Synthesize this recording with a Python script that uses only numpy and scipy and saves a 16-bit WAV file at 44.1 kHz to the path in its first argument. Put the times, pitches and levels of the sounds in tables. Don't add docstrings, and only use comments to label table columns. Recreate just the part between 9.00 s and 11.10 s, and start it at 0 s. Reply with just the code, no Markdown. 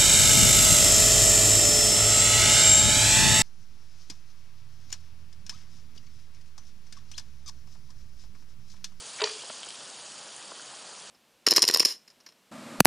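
import sys
import numpy as np
from scipy import signal
from scipy.fft import rfft, irfft, next_fast_len
from scipy.io import wavfile
from scipy.ndimage import uniform_filter1d

SR = 44100
rng = np.random.default_rng(int(sys.argv[2]) if len(sys.argv) > 2 else 0)


def unload_audio(sound):
    columns = np.transpose(np.atleast_2d(sound))
    steps = np.round(np.clip(columns, -1, 1) * 32767)
    wavfile.write(sys.argv[1], SR, steps.astype(np.int16))


def boost_factor(decibels):
    exponent = np.asarray(decibels, float) / 20
    return 10 ** exponent


N = 92610

# centre in Hz, width in Hz, level in dB.
DRONE_BANDS = [(132.6, 5, -78.5), (203.5, 13, -76.5)]
# frequency in Hz, density in dB per Hz.
WASH_COLOUR = [(30, -34.5), (85, -42), (135, -7), (260, -5.5), (600, 1), (1400, -0.5), (1900, -4.5),
               (4000, -46)]
# frequency in Hz, level in dB, t60 in seconds.
HOLLOW_MODES = [(436, -41, .8), (415, -45, .7), (452, -49, .5)]
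# frequency in Hz, level in dB, t60 in seconds.
MOULD_MODES = [(640, -4.5, 0.19), (639, -4.5, 0.091), (904, 6.5, 0.033), (1024, -3, 0.059),
               (1810, 4.5, 0.04), (1920, -9, 0.061), (2430, 0, 0.26), (3540, -6, 0.17), (4020, 0, 0.084),
               (4240, 4, 0.053), (4540, -20, 0.074), (4617, -16, 0.095), (4800, -2, 0.067)]
# start in seconds, crack in dB, crack centre in Hz, body ring in dB, bright ring in dB.
TONG_BLOWS = [
    (.186, -44, 2500, -60, -70),
    (.198, -41, 1500, -46, -70),
    (.205, -37, 3000, -50, -70),
    (.2160, -31, 2300, -36, -70),
    (.2385, -26, 4100, -40, -41),
    (.258, -40, 5200, -54, -54),
    (.271, -38, 1500, -50, -54),
    (.293, -44, 4200, -56, -52),
]
# start in seconds, peak
# in dB, pitch in Hz, t60 in seconds.
PING_EVENTS = [(.2005, -39, 600, .04), (.2020, -39, 990, .04), (.2035, -37, 2700, .012),
               (.2062, -30, 3850, .012), (.2100, -38, 3000, .012), (.2150, -62, 45, .12),
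               (.2175, -31, 950, .06), (.2180, -26, 3750, .016), (.2185, -27, 1830, .025),
               (.2195, -27, 1930, .02), (.2300, -34, 930, .05), (.2375, -29, 1020, .04),
               (.2390, -23, 4200, .03), (.2405, -28, 2900, .014), (.2410, -31, 1900, .02),
               (.2425, -30, 5500, .014), (.2470, -35, 630, .08), (.2540, -34, 4650, .03),
               (.2740, -36, 4700, .035), (.4355, -37, 950, .014), (.4383, -36, 620, .012),
               (.4435, -40, 520, .014), (.4981, -31, 3200, .005), (.4984, -36, 4100, .006),
               (.4996, -36, 1350, .016), (.5003, -34, 620, .024), (.5010, -41, 1900, .012),
               (.5010, -47, 230, .05), (.5022, -38, 950, .02), (.6323, -24, 3300, .003),
               (.6323, -34, 9000, .003), (.6403, -34, 3200, .005), (.6498, -35, 8800, .004),
               (.6650, -43, 420, .03), (.6794, -33, 3100, .003), (.7051, -27, 3000, .003),
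               (.7052, -34, 8000, .005), (.7064, -31, 4800, .003), (1.5182, -36, 640, .02),
               (1.5184, -35, 1050, .014), (1.5188, -39, 1500, .016), (1.5185, -45, 2700, .007),
               (1.5215, -44, 420, .025), (1.5968, -39, 1500, .013), (1.5968, -44, 3200, .006),
               (1.9505, -39, 2400, .004)]
# start in seconds, level in
# dB, centre in Hz, length in seconds, width in octaves.
SPIT_EVENTS = [(.2165, -35, 6900, .003, .1), (.2185, -33, 4700, .0055, .1), (.6862, -42, 7900, .006, .25),
               (.6865, -45, 3500, .005, .6), (.545, -43, 4500, .002, .5), (.664, -49, 450, .010, 1.2),
               (.985, -51, 1300, .006, .7), (1.213, -42, 3500, .001, 1.2), (1.230, -45, 6000, .002, .8),
               (1.265, -50, 900, .008, 1.1), (1.426, -46, 6000, .002, .8), (1.480, -46, 7000, .002, .6),
               (.186, -43, 1800, .030, .8), (.206, -42, 1600, .030, .8), (.245, -44, 1500, .030, .9),
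               (.283, -50, 1500, .030, 1.0), (.300, -47, 4600, .030, .4), (.330, -49, 4300, .030, .4)]
# time in seconds, level in dB.
FIZZ_LEVEL = [
    (0.0, -42.5),
    (0.33, -40.5),
    (0.76, -43.5),
    (1.84, -45),
    (2.1, -45),
]
# frequency in Hz, density in dB per Hz.
FIZZ_COLOUR = [(1200, -20.5), (1900, -16), (2600, -5.5), (4000, -4.5), (5600, -3.5), (7600, -4), (9000, -5),
               (10200, -4)]
# start in seconds, length in seconds, low edge in Hz, high edge in Hz.
TREBLE_DROPOUTS = [
    (.211, .005, 4300, 6600),
    (.224, .012, 4000, 7200),
    (.617, .008, 8300, 10300),
    (.638, .005, 8300, 10300),
    (.652, .003, 6500, 10300),
    (.678, .006, 8000, 10300),
    (.710, .005, 6300, 9500),
]
# centre in Hz, width in Hz, lift in dB.
PORT_RESONANCES = [(3157, 460, 4), (4654, 430, 4.5), (6730, 240, 4), (2210, 240, 1.5)]


def evened(x):
    return x / np.sqrt(np.mean(x ** 2) + 1e-20)


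def smoothed_twice(x, first, second):
    x = uniform_filter1d(x, size=first[0], axis=first[1])
    return uniform_filter1d(x, size=second[0], axis=second[1])


def add(mix, start_s, sound):
    part = mix[round(start_s * SR):][:len(sound)]
    part += sound[:len(part)]


def colour(x, points):
    size = next_fast_len(len(x))
    hz = np.fft.rfftfreq(size, 1 / SR)
    f, db = np.transpose(points)
    curve_db = np.interp(np.log(hz + 1), np.log(f + 1), db)
    return irfft(rfft(x, size) * boost_factor(curve_db), size)[:len(x)]


def patchy(x, patch_db, flicker_db):
    z = signal.stft(x, nperseg=256, noverlap=192)[2]
    a, b = rng.standard_normal((z.shape[1], z.shape[0], 2)).T
    patches = evened(smoothed_twice(a, (3, 0), (30, 1)))
    flicker = evened(smoothed_twice(b, (40, 0), (6, 1)))
    z = z * boost_factor(patch_db * patches + flicker_db * flicker)
    return evened(signal.istft(z, nperseg=256, noverlap=192)[1][:N])


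def puff(centre_hz, length_s, octaves, top_hz=12000):
    t = np.arange(2048) / SR
    hz = np.fft.rfftfreq(2048, 1 / SR) + 1
    shape_db = -6 * (np.log2(hz / centre_hz) / octaves) ** 2
    shape_db = shape_db - 30 * np.clip((hz - top_hz) / 800, 0, 1)
    noise = evened(irfft(rfft(rng.standard_normal(2048)) * boost_factor(shape_db)))
    u = t / max(length_s, 1e-4)
    burst = noise * np.minimum(u / .3, 1) * np.exp(-np.maximum(u - .7, 0) / .3)
    return burst / np.linalg.norm(burst) * np.sqrt(0.56 * length_s * SR)


def drone():
    out, hz = np.zeros(N), np.fft.rfftfreq(N, 1 / SR)
    for centre_hz, width_hz, db in DRONE_BANDS:
        resonance = 1 + (2 * (hz - centre_hz) / width_hz) ** 2
        out += boost_factor(db) * evened(irfft(rfft(rng.standard_normal(N)) / resonance, N))
    return out


def wash():
    level_db = -54
    return boost_factor(level_db) * patchy(colour(rng.standard_normal(N), WASH_COLOUR), .9, 0.66)


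def hollow():
    start_s, rise_s, hold_s, damp_s = .216, .009, .037, .155
    level_db, from_hz, to_hz, roughness = -26.5, 400, 441, .2
    out, t = np.zeros(N), np.arange(SR // 2) / SR
    hz = to_hz - (to_hz - from_hz) * np.exp(-t / .015)
    driven_db = level_db - 120 * t - 1300 * np.maximum(t - hold_s, 0)
    driven = boost_factor(driven_db) * np.sin(2 * np.pi * np.cumsum(hz) / SR)
    ring = np.zeros(len(t))
    for f, db, t60 in HOLLOW_MODES:
        ring += boost_factor(db - 60 * t / t60) * np.sin(2 * np.pi * f * (t - .05))
    ring = ring * np.minimum(t / .04, 1) * boost_factor(-500 * np.maximum(t - damp_s, 0))
    wobble = evened(smoothed_twice(rng.standard_normal(len(t)), (200, 0), (200, 0)))
    rattle = 1 + roughness * wobble
    add(out, start_s, np.minimum(t / rise_s, 1) * rattle * (driven + ring))
    return out


def mould_ring(t, body_db, bright_db):
    ring = np.zeros(len(t))
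    lean_db, phase = rng.standard_normal((2, len(MOULD_MODES)))
    for k, (hz, db, t60) in enumerate(MOULD_MODES):
        blow_db = body_db if k < 6 else bright_db
        mode_db = db + blow_db + lean_db[k] - 60 * t / t60
        ring += boost_factor(mode_db) * np.sin(2 * np.pi * (hz * t + phase[k]))
    return np.minimum(t / 0.0011, 1) * ring


def knock():
    crack_s, crack_octaves, crack_top_hz = .0065, .65, 7200
    tail_db, tail_t60_s = -7, .45
    cracks, rings, t = np.zeros(N), np.zeros(N), np.arange(SR // 2) / SR
    for s, crack_db, centre_hz, body_db, bright_db in TONG_BLOWS:
        crack = puff(centre_hz, crack_s, crack_octaves, min(2 * centre_hz, crack_top_hz))
        add(cracks, s, boost_factor(crack_db) * crack)
        add(cracks, s, boost_factor(body_db - 3) * puff(750, .012, .6))
        add(rings, s, mould_ring(t, body_db, bright_db))
    tail = rng.standard_normal(len(t)) * boost_factor(-60 * t / tail_t60_s) * np.minimum(t / .015, 1)
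    yard = signal.fftconvolve(cracks, tail / np.linalg.norm(tail))[:N]
    return cracks + rings + boost_factor(tail_db) * yard


def pings():
    out, t = np.zeros(N), np.arange(4096) / SR
    for s, db, hz, t60 in PING_EVENTS:
        envelope = boost_factor(db - 60 * t / t60) * np.minimum(2 * t * hz, 1)
        add(out, s, envelope * np.sin(2 * np.pi * hz * t))
    return out


def spits():
    out = np.zeros(N)
    for s, db, centre_hz, length_s, octaves in SPIT_EVENTS:
        add(out, s, boost_factor(db) * puff(centre_hz, length_s, octaves))
    return out


def fizz():
    bursts_per_s, spread_db, bursts_db = 2500, 3.5, -6.5
    sizes = boost_factor(spread_db * np.minimum(rng.exponential(1, N), 5))
    bursts = sizes * (rng.random(N) < bursts_per_s / SR)
    bursts = uniform_filter1d(bursts, size=8) * rng.standard_normal(N)
    x = rng.standard_normal(N) + boost_factor(bursts_db) * evened(bursts)
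    s, db = np.transpose(FIZZ_LEVEL)
    level = boost_factor(np.interp(np.arange(N) / SR, s, db))
    return level * patchy(colour(x, FIZZ_COLOUR), 0.82, 0.7)


def scene():
    x = drone() + wash() + hollow() + knock() + pings() + spits() + fizz()
    return np.array([x, x])


def starve(x):
    dropout_db, gap_db, gaps_per_s = -18, -18, 80
    hz, t, z = signal.stft(x, SR, nperseg=128, noverlap=96)
    thin_db = np.zeros((len(hz), len(t)))
    for s, length_s, lo_hz, hi_hz in TREBLE_DROPOUTS:
        thin_db += dropout_db * np.outer((hz > lo_hz) & (hz < hi_hz), (t > s) & (t < s + length_s))
    for when, span, where, wide in rng.random((round(gaps_per_s * N / SR), 4)):
        s, lo_hz = when * N / SR, 4800 + 5000 * where
        band = (hz > lo_hz) & (hz < lo_hz + 600 + 700 * wide)
        moment = (t > s) & (t < s + .003 + .007 * span)
        thin_db[np.ix_(band, moment)] = gap_db
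    return signal.istft(z * boost_factor(thin_db), SR, nperseg=128, noverlap=96)[1][:, :N]


def low_pass(x):
    return signal.sosfilt(signal.butter(12, 11300, fs=SR, output="sos"), x)


def record(dry):
    top_hz = 10150
    size = next_fast_len(N + 4096)
    hz = np.fft.rfftfreq(size, 1 / SR)
    lift_db = np.full(len(hz), 2.01)
    for f, width_hz, db in PORT_RESONANCES:
        lift_db += db / (1 + (2 * (hz - f) / width_hz) ** 2)
    edge = np.clip((top_hz - hz) / 200, 0, 1) * np.minimum(hz / 60, 1)
    x = irfft(rfft(starve(dry), size, axis=1) * boost_factor(lift_db) * edge, size, axis=1)[:, :N]
    return low_pass(x)


dry = scene()
out = record(dry)
unload_audio(out)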